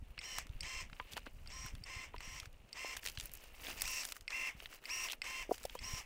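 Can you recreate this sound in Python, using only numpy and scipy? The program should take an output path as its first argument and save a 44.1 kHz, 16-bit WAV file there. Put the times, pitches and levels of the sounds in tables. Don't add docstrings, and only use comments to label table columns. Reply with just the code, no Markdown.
import sys
import numpy as np
from scipy import signal
from scipy.fft import rfft, irfft
from scipy.io import wavfile
from scipy.ndimage import uniform_filter1d

SR = 44100
rng = np.random.default_rng(int(sys.argv[2]) if len(sys.argv) > 2 else 0)


def generate_wav(signal):
    frames = np.transpose(np.atleast_2d(signal))
    scaled = np.clip(frames, -1, 1) * 32767
    pcm = np.round(scaled).astype(np.int16)
    wavfile.write(sys.argv[1], SR, pcm)


N = 266849
EDGE_HZ = 15700

# (frequency [Hz], relative spectrum level [dB])
HOUSING = [(200, -19.5), (300, -12), (900, -10), (1050, -6), (1460, -12.5), (2150, 1.5), (2450, -3),
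           (2800, -3), (3500, -11), (4400, -8.5), (5600, 0), (6800, -6), (8200, -6), (9000, -15.5),
           (13500, -19), (16000, -13)]


def amp(db):
    return 10 ** (np.asarray(db) / 20)


def evened(x):
    return x / np.sqrt(np.mean(x ** 2) + 1e-20)


def read(points, hz):
    f, value = np.transpose(points)
    return np.interp(np.log(hz + 1), np.log(f + 1), value)


def add(mix, s, sound):
    part = mix[max(round(s * SR), 0):][:len(sound)]
    part += sound[:len(part)]


def coloured(x, points, lo_hz=0, hi_hz=SR):
    hz = np.fft.rfftfreq(len(x), 1 / SR)
    in_band = (hz >= lo_hz) * (hz < hi_hz)
    return irfft(rfft(x) * amp(read(points, hz)) * in_band, len(x))


def wobble(count, size):
    smooth = uniform_filter1d(rng.standard_normal(count), size)
    return evened(uniform_filter1d(smooth, size))


def grit(count, per_s, spread_db, hiss):
    size = amp(spread_db * np.minimum(rng.exponential(1, count), 5))
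    impacts = size * (rng.random(count) < per_s / SR)
    burst = np.exp(-np.arange(200) / 35.0)
    envelope = hiss + evened(signal.oaconvolve(impacts, burst)[:count])
    return envelope * rng.standard_normal(count)


def brush():
    # (start [s], length [s], level below 4.5 kHz [dB], level above [dB])
    passes = [(0.091, 0.042, -73.5, -77), (.42, 0.35, -72, -76), (.85, 0.44, -65, -71), (1.04, 1, -81, -75),
              (1.106, .045, -67, -55), (1.155, 0.044, -52, -57), (1.251, 0.041, -60, -80),
              (1.42, 0.18, -70, -95), (1.73, .11, -77, -89), (2.131, 0.043, -60.5, -74),
              (2.41, 0.073, -64, -65), (2.62, 0.31, -70, -77), (2.96, 0.044, -63, -57),
              (2.999, .13, -56.5, -52), (3.09, .1, -66, -64), (3.168, 0.14, -59, -57),
              (3.27, 0.25, -63.5, -63.5), (3.4, .18, -66.5, -69), (3.53, 0.1, -63.5, -62),
              (3.581, .17, -52.5, -52.5), (3.649, 0.12, -56.5, -56.5), (3.72, 0.16, -55.5, -50.5),
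              (3.79, 0.29, -59.5, -47.5), (4.028, 0.12, -58, -52.5), (4.13, .07, -73, -60),
              (4.2, 0.038, -73, -74), (4.55, 0.15, -60.5, -61), (4.672, 0.13, -60, -58.5),
              (4.8, 0.13, -59.5, -62), (5.07, 0.095, -56, -52), (5.478, 0.11, -60, -54),
              (5.56, 0.14, -63, -61), (5.659, 0.16, -63.5, -62)]
    # (frequency [Hz], relative spectrum level [dB])
    cloth = [(120, -67), (200, -5.5), (635, -6), (1000, -8), (1560, -8.5), (1810, -5), (2860, 0),
             (3370, -9.5), (10000, -19), (13000, -19.5), (16000, -13)]
    # (below 4.5 kHz [dB], above 4.5 kHz [dB])
    still_db = (-74, -79)
    swell_share = 0.86
    rub = grit(N, per_s=600, spread_db=4, hiss=2.5)
    edges = (0, 1600, 4500, 9000, SR)
    parts = [coloured(rub, cloth, a, b) * amp(3.1 * wobble(N, size=200)) for a, b in zip(edges, edges[1:])]
    low, top = np.full((2, N), 1.) * amp(still_db)[:, None]
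    for s, length, low_db, top_db in passes:
        shape = signal.windows.tukey(round(length * SR), min(swell_share, 1))
        add(low, s, amp(low_db) * shape)
        add(top, s, amp(top_db) * shape)
    return low * evened(parts[0] + parts[1]) + top * evened(parts[2] + parts[3])


def wind():
    # (time [s], level [dB])
    gusts = [(0.0, -53.5), (0.23, -61), (0.49, -51.5), (1.11, -58.5), (1.13, -53.5), (1.68, -53),
             (1.74, -47), (1.77, -52), (2.96, -61), (3.17, -52.5), (3.44, -59), (3.71, -54.5),
             (4.36, -61.5), (4.4, -60), (5.04, -65.5), (5.9, -51.5), (5.93, -48), (6.05, -59)]
    # (frequency [Hz], relative spectrum level [dB])
    buffet = [(8.8, -7), (15, 9.5), (32, 3.5), (51, 0.5), (93, -8.5), (210, -19.5), (247, -17), (400, -35),
              (520, -54), (880, -120)]
    # (time [s], peak level [dB], width [s], push 1 or pull -1)
    puffs = [(0.502, -35, 0.0028, 1), (0.561, -37, 0.0065, -1), (0.771, -41, 0.005, 1),
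             (.83, -47, .002, -1), (0.929, -45, 0.0013, 1), (1.14, -45.5, 0.0022, 1),
             (1.368, -45, 0.0025, -1), (1.652, -43.5, 0.0016, 1), (1.738, -41.5, 0.0063, 1),
             (1.744, -36, 0.0031, -1), (1.97, -39.5, .003, 1), (2.278, -45, 0.0017, -1),
             (2.429, -44, .003, -1), (2.476, -43, 0.0026, 1), (3.183, -37.5, 0.0026, -1),
             (4.552, -45.5, 0.0015, -1), (5.939, -35.5, 0.0021, 1)]
    t = np.arange(N) / SR
    lumps = amp(4.7 * wobble(N, size=700))
    rumble = evened(coloured(lumps * rng.standard_normal(N), buffet, 16, 480))
    out = rumble * amp(np.interp(t, *np.transpose(gusts)))
    for s, db, width, sign in puffs:
        u = (t - s) / width
        out += np.sign(sign) * amp(db) * (1 - 0.53 * u ** 2) * np.exp(-u ** 2 / 2)
    return out


def field():
    # (frequency [Hz], relative spectrum level [dB])
    background = [(59, -31), (100, -28.5), (210, -36), (302, -13), (558, -8.5), (691, -12), (1330, -17.5),
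                  (2860, -31.5), (8830, -29), (12100, -36), (16000, -33)]
    return amp(-73) * evened(coloured(rng.standard_normal(N), background, 100))


def snap(db, low_db, top_db):
    fibre_t60_s, break_db = 0.017, 11
    t = np.arange(-300, 1748) / SR
    envelope = np.where(t < 0, np.exp(t / 0.00011), amp(-60 * t / fibre_t60_s))
    crack = rng.standard_normal(len(t)) * envelope
    crack = crack + amp(break_db) * ((t == 0) - .7 * (t == 2 / SR))
    colour = [(400, low_db - 14), (1400, low_db + 1.5), (3100, 0),
              (6500, 0.7 * top_db + 1.0), (13000, 1.19 * top_db - 4.5)]
    crack = coloured(crack, colour, 0, EDGE_HZ)
    return amp(db) * crack / abs(crack).max()


def click(db, low_db):
    # (frequency [Hz], relative level [dB], 60 dB decay time [s])
    modes = [(2120, 15.5, 0.024), (2527, 19, 0.02), (4050, -25, 0.039), (4615, 5.5, 0.016), (4850, 3, 0.02),
             (5380, 0, 0.031), (7170, -15.5, 0.03), (8130, -4.5, 0.026), (9340, -52, 0.0041)]
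    t = np.arange(2000) / SR
    ring = np.zeros(len(t))
    for hz, level, t60 in modes:
        decay = amp(level + low_db * (hz < 3000) - 60 * t / t60)
        ring += decay * np.sin(2 * np.pi * (hz * t + rng.random()))
    ring = ring + .5 * rng.standard_normal(len(t)) * amp(-60 * t / 0.0049)
    ring = ring * (1 - np.exp(-t / 0.000087))
    first_bounce = 0.17 * np.pad(ring, (60, 0))[:len(t)]
    second_bounce = 0.41 * np.pad(ring, (150, 0))[:len(t)]
    ring = ring + first_bounce + second_bounce
    return amp(db) * ring / abs(ring).max()


def rattle(low_db, mid_db, top_db, growth_db):
    # (low range [s], middle [s], top [s])
    build_s = (0.019, 0.031, .05)
    # (low range [dB/s], middle [dB/s], top [dB/s])
    coast_db_per_s = (248, 434, 410)
    lag_s, drive_s = 0.0076, 0.21
    t = np.arange(0, .32, 1 / SR)
    teeth = grit(len(t), per_s=900, spread_db=3., hiss=2.5)
    low = coloured(teeth, HOUSING, 0, 3700) / np.std(coloured(teeth, HOUSING, 1500, 3500))
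    mid = evened(coloured(teeth, HOUSING, 3700, 8800))
    top = evened(coloured(teeth, HOUSING, 8800))
    load_db = growth_db * (np.minimum(t / drive_s, 1) - .5)
    out = np.zeros(len(t))
    for x, db, build, coast in zip((low, mid, top), (0, mid_db, top_db), build_s, coast_db_per_s):
        rise = np.clip((t - lag_s) / build, 0, 1)
        fade_db = coast * np.maximum(t - drive_s, 0)
        out += x * rise * amp(low_db + db + load_db - fade_db + 0.58 * wobble(len(t), size=150))
    return out


def whine(closing, sag, *tone_db):
    # (time [s], share of full speed [0-1])
    spin = [(.022, .1), (.034, .5), (.046, .87), (.055, .97), (.066, 1), (.205, 1), (.222, .8), (.25, .3),
            (.275, .05)]
    multiples = (4, 5, 7, 7.9, 8, 8.2, 8.8, 9, 9.2, 9.8, 10, 10.2, 10.5, 10.95, 11.67, 12, 16, 20, 21,
                 21.67, 21.97, 24, 29, 31.4)
    # (while opening [dB], while closing [dB])
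    tones = [(-4.5, -5), (-14.5, -11.5), (-6.5, -5.5), (2.5, -5), (-7, -18), (1.3, -9), (-39, -14),
             (-7, -10), (-2, -22), (-19, -12), (-3, -16), (-3, -10), (4.5, -9.5), (-31, -0.5), (-19, 8.5),
             (1, 2), (-9, -5), (-6, -9.5), (-22, -12), (-45, -0.6), (-19, -11), (-38, -26), (-20, -33),
             (-25, -15)]
    # (frequency [Hz], ...)
    facing_hz = (1050, 2100, 2750, 3130, 5500)
    shaft_hz = 261.3
    unload_db_per_s = 30
    sweep_share = .9
    t = np.arange(0, .29, 1 / SR)
    speed = np.interp(t, *np.transpose(spin), left=0, right=0)
    load = 1 - sag * np.clip(t / .2, 0, 1) ** 2
    turns = np.cumsum(shaft_hz * speed * load) / SR
    coasting = np.maximum(t - spin[5][0], 0)
    pull = np.clip(np.gradient(speed) * SR / 30, 0, 1)
    facing = list(zip(facing_hz, tone_db))
    out = np.zeros(len(t))
    for k, db in zip(multiples, tones):
        full_hz = k * shaft_hz
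        level_db = db[int(closing)] + read(facing, full_hz) + 2.66 * wobble(len(t), size=400)
        housing_db = sweep_share * (read(HOUSING, full_hz * speed) - read(HOUSING, full_hz))
        drive_db = 1.2 * pull - unload_db_per_s * k * coasting
        slip = (0.14 + 0.021 * k) * wobble(len(t), size=500)
        tone = np.sin(2 * np.pi * (k * turns + rng.random()) + slip)
        out += amp(level_db + housing_db + drive_db) * tone
    return np.sqrt(2) * out * speed ** 1.43


def knock(db, low_hz, high_hz, high_db, rise, t60):
    t = np.arange(3000) / SR
    high = np.sin(2 * np.pi * high_hz * t) + 0.37 * np.sin(2 * np.pi * 1.197 * high_hz * t)
    ring = np.sin(2 * np.pi * low_hz * t) + amp(high_db) * high
    decay = amp(-60 * np.maximum(t - rise, 0) / t60)
    ring = ring * decay * np.sin(np.pi / 2 * np.minimum(t / rise, 1)) ** 2
    return amp(db) * ring / abs(ring).max()


def chirp(length, from_hz, to_hz, db):
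    t = np.arange(0, length, 1 / SR)
    cycles = np.cumsum(np.linspace(from_hz, to_hz, len(t))) / SR
    return amp(db) * np.sin(2 * np.pi * cycles) * signal.windows.tukey(len(t), .5)


def scene():
    # (trigger time [s], click peak [dB], click modes below 3 kHz [dB], closing 1 or opening 0,
    # speed sag [0-1], rattle level at 1.5-3.5 kHz [dB], middle range above that [dB], top range above that [dB],
    # rattle growth over the drive [dB], then five tone levels at the facing frequencies of the whine [dB])
    strokes = [(.19, -31.5, -13, 1, 0.025, -56, 0.5, -7, 6.5, -63.5, -57.5, -65, -67.5, -55),
               (.607, -31, -23, 0, 0.00094, -53.5, 0, -10.5, 2, -56.5, -62.5, -61, -63, -49),
               (1.474, -40, -25, 1, 0.0023, -58.5, 0, -10, 4.5, -57.5, -67, -101, -74.5, -56.5),
               (1.838, -37, -25, 0, 0.0015, -55, -3, -11.5, 0, -58, -60.5, -65, -71, -55.5),
               (2.182, -39, -12, 1, 0.0026, -57, -1.5, -8, 4, -60, -64, -60, -81, -61),
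               (2.729, -34.5, -21.5, 0, .0007, -53.5, -2, -8, 4.5, -54, -59.5, -62, -67, -49.5),
               (3.809, -30.5, -16, 1, 0.024, -53.5, 5.5, -4.5, 4, -57, -60, -43.5, -85, -53),
               (4.279, -28.5, -4, 0, 0.0015, -51, -3.5, -7, 2.5, -55.5, -55, -50.5, -67, -55),
               (4.855, -33, -10, 1, .0004, -53, 1, -0.5, 7, -53, -54.5, -41.5, -85, -47.5),
               (5.218, -27, -6.5, 0, 0.0014, -51, -2.5, -6.5, -3.5, -53.5, -59.5, -57.5, -58.5, -56),
               (5.79, -36.5, -15, 1, 0.014, -53.5, -0.5, -3.5, 2.5, -53.5, -72, -60, -77, -52.5)]
    # (time [s], peak level [dB], bass tilt [dB], treble tilt before scaling [dB])
    snaps = [(0.1782, -36, -3, -48), (0.214, -39, -6, -27), (0.3846, -24.5, 9, -2),
             (0.4692, -39, -4, -10.5), (0.4937, -46.5, -14, -23), (0.6321, -33.5, -22, -24),
             (0.899, -47, 4, -19), (0.9308, -38.5, -2, -36), (0.999, -28.5, 6.5, -50),
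             (1.1198, -44, -27, -14), (1.134, -34.5, -18, -16), (1.1677, -34, 5, -19),
             (1.1734, -32, -5, -8), (1.1771, -32, 12, -13), (1.2603, -45, 5, -12), (1.265, -39.5, 20, -15),
             (1.4602, -47, 6, -27), (1.663, -32.5, 15.5, 5), (1.7518, -41.5, 2, -11), (2.163, -41, 0, -25),
             (2.2059, -35, 8, -10), (2.4, -32, -22, -16), (2.4307, -44, 4, -15), (2.457, -39.5, 1, -11.5),
             (2.5288, -53, -16, -2), (2.9669, -32.5, 8, -5), (2.9703, -25.5, -4, -10), (3.033, -35, 4, -15),
             (3.053, -32.5, -5, -18), (3.0623, -25.5, -6, -12), (3.0729, -25.5, -11, -11),
             (3.0855, -27.5, -12.5, -15), (3.098, -33, -9, -7), (3.118, -43, -5, 1), (3.1537, -45, -13, -8),
             (3.1744, -29, -15, -29), (3.186, -36, -16, -12), (3.1993, -29.5, -16, -12),
             (3.2092, -34, -9, -9), (3.2286, -39, -2.5, -11), (3.239, -44, -8, 2), (3.257, -29, 0, 19),
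             (3.295, -44.5, 3, -7), (3.317, -38, 1, 10), (3.337, -30, 6, 30), (3.352, -37, -7, 12),
             (3.373, -39.5, 2, 9), (3.439, -42, 20.5, 11), (3.6392, -40.5, -15, -19),
             (3.6683, -33, -8, -33), (3.702, -33.5, -3, -20), (3.7164, -40, -4, 0), (3.778, -35.5, 4, -8),
             (3.8195, -16.5, -0.5, 4.5), (3.8404, -33, -3, -12), (3.855, -32, -9, -13),
             (3.877, -27.5, -5, -6), (3.9914, -44, 0, -5), (4.034, -31, -6.5, -10), (4.0467, -33, 0, 0),
             (4.052, -22.5, -2.5, -0.5), (4.089, -33.5, -1, -2), (4.112, -39, -6, 2), (4.122, -27, -5, -6),
             (4.158, -42, 6, -1), (4.1659, -37, 8.5, -5), (4.21, -39, -5, -6.5), (4.305, -33, -5, -18),
             (4.6027, -36, -7.5, -31), (4.6584, -31.5, -7, -27), (4.728, -43, 0, -16), (4.84, -40, 12, -3),
             (5.0863, -33, -15, -35), (5.0997, -29.5, -18.5, -43), (5.1069, -35, -23, -33),
             (5.115, -31, -20, -21), (5.1211, -25, -15, -6), (5.1321, -29, -4, -26), (5.242, -35, -2, -11),
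             (5.26, -45, -2, -3), (5.5427, -36, -9, -16), (5.5807, -39.5, -1, -4), (5.632, -37, -13, -2),
             (5.639, -34, 4, 0), (5.653, -28.5, -17, -2.5), (5.697, -37.5, -14, -29),
             (5.7515, -35.5, 12, 6)]
    # (time [s], peak level [dB], low mode [Hz], high mode [Hz],
    # high mode above the low [dB], rise [s], 60 dB decay time [s])
    knocks = [(0.999, -39, 455, 1015, 15, 0.0018, 0.06), (1.166, -41, 316, 700, 5, 0.0018, 0.024),
              (1.268, -41.5, 256, 560, -2, 0.0018, 0.028), (2.142, -36, 426, 990, 5, 0.0016, 0.028),
              (2.845, -35, 510, 900, 0.5, 0.0037, 0.0024), (5.491, -32, 366, 614, -3, 0.0037, 0.024),
              (5.51, -29.5, 457, 798, 3, 0.0014, 0.036), (5.514, -19.5, 417, 738, 3, 0.0039, 0.01),
              (5.649, -31, 542, 752, -5, 0.0046, 0.018), (5.752, -34, 507, 980, -1, 0.0011, 0.028)]
    # (time [s], length [s], start frequency [Hz], end frequency [Hz], peak level [dB])
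    chirps = [(4.75, 0.05, 4050, 4080, -73), (5.7, 0.041, 2950, 2880, -76), (5.757, 0.047, 3070, 3450, -61)]
    mix = brush() + wind() + field()
    for s, *row in snaps:
        add(mix, s - 300 / SR, snap(*row))
    for s, db, low_db, closing, sag, *levels in strokes:
        add(mix, s, click(db, low_db))
        add(mix, s, rattle(*levels[:4]))
        add(mix, s, whine(closing, sag, *levels[4:]))
    for s, *row in knocks:
        add(mix, s, knock(*row))
    for s, *row in chirps:
        add(mix, s, chirp(*row))
    return mix[None]


def record(dry):
    lowpass = signal.firwin(255, EDGE_HZ, window=("kaiser", 9), fs=SR)
    return signal.oaconvolve(dry, lowpass[None], "same")


dry = scene()
out = record(dry)
generate_wav(out)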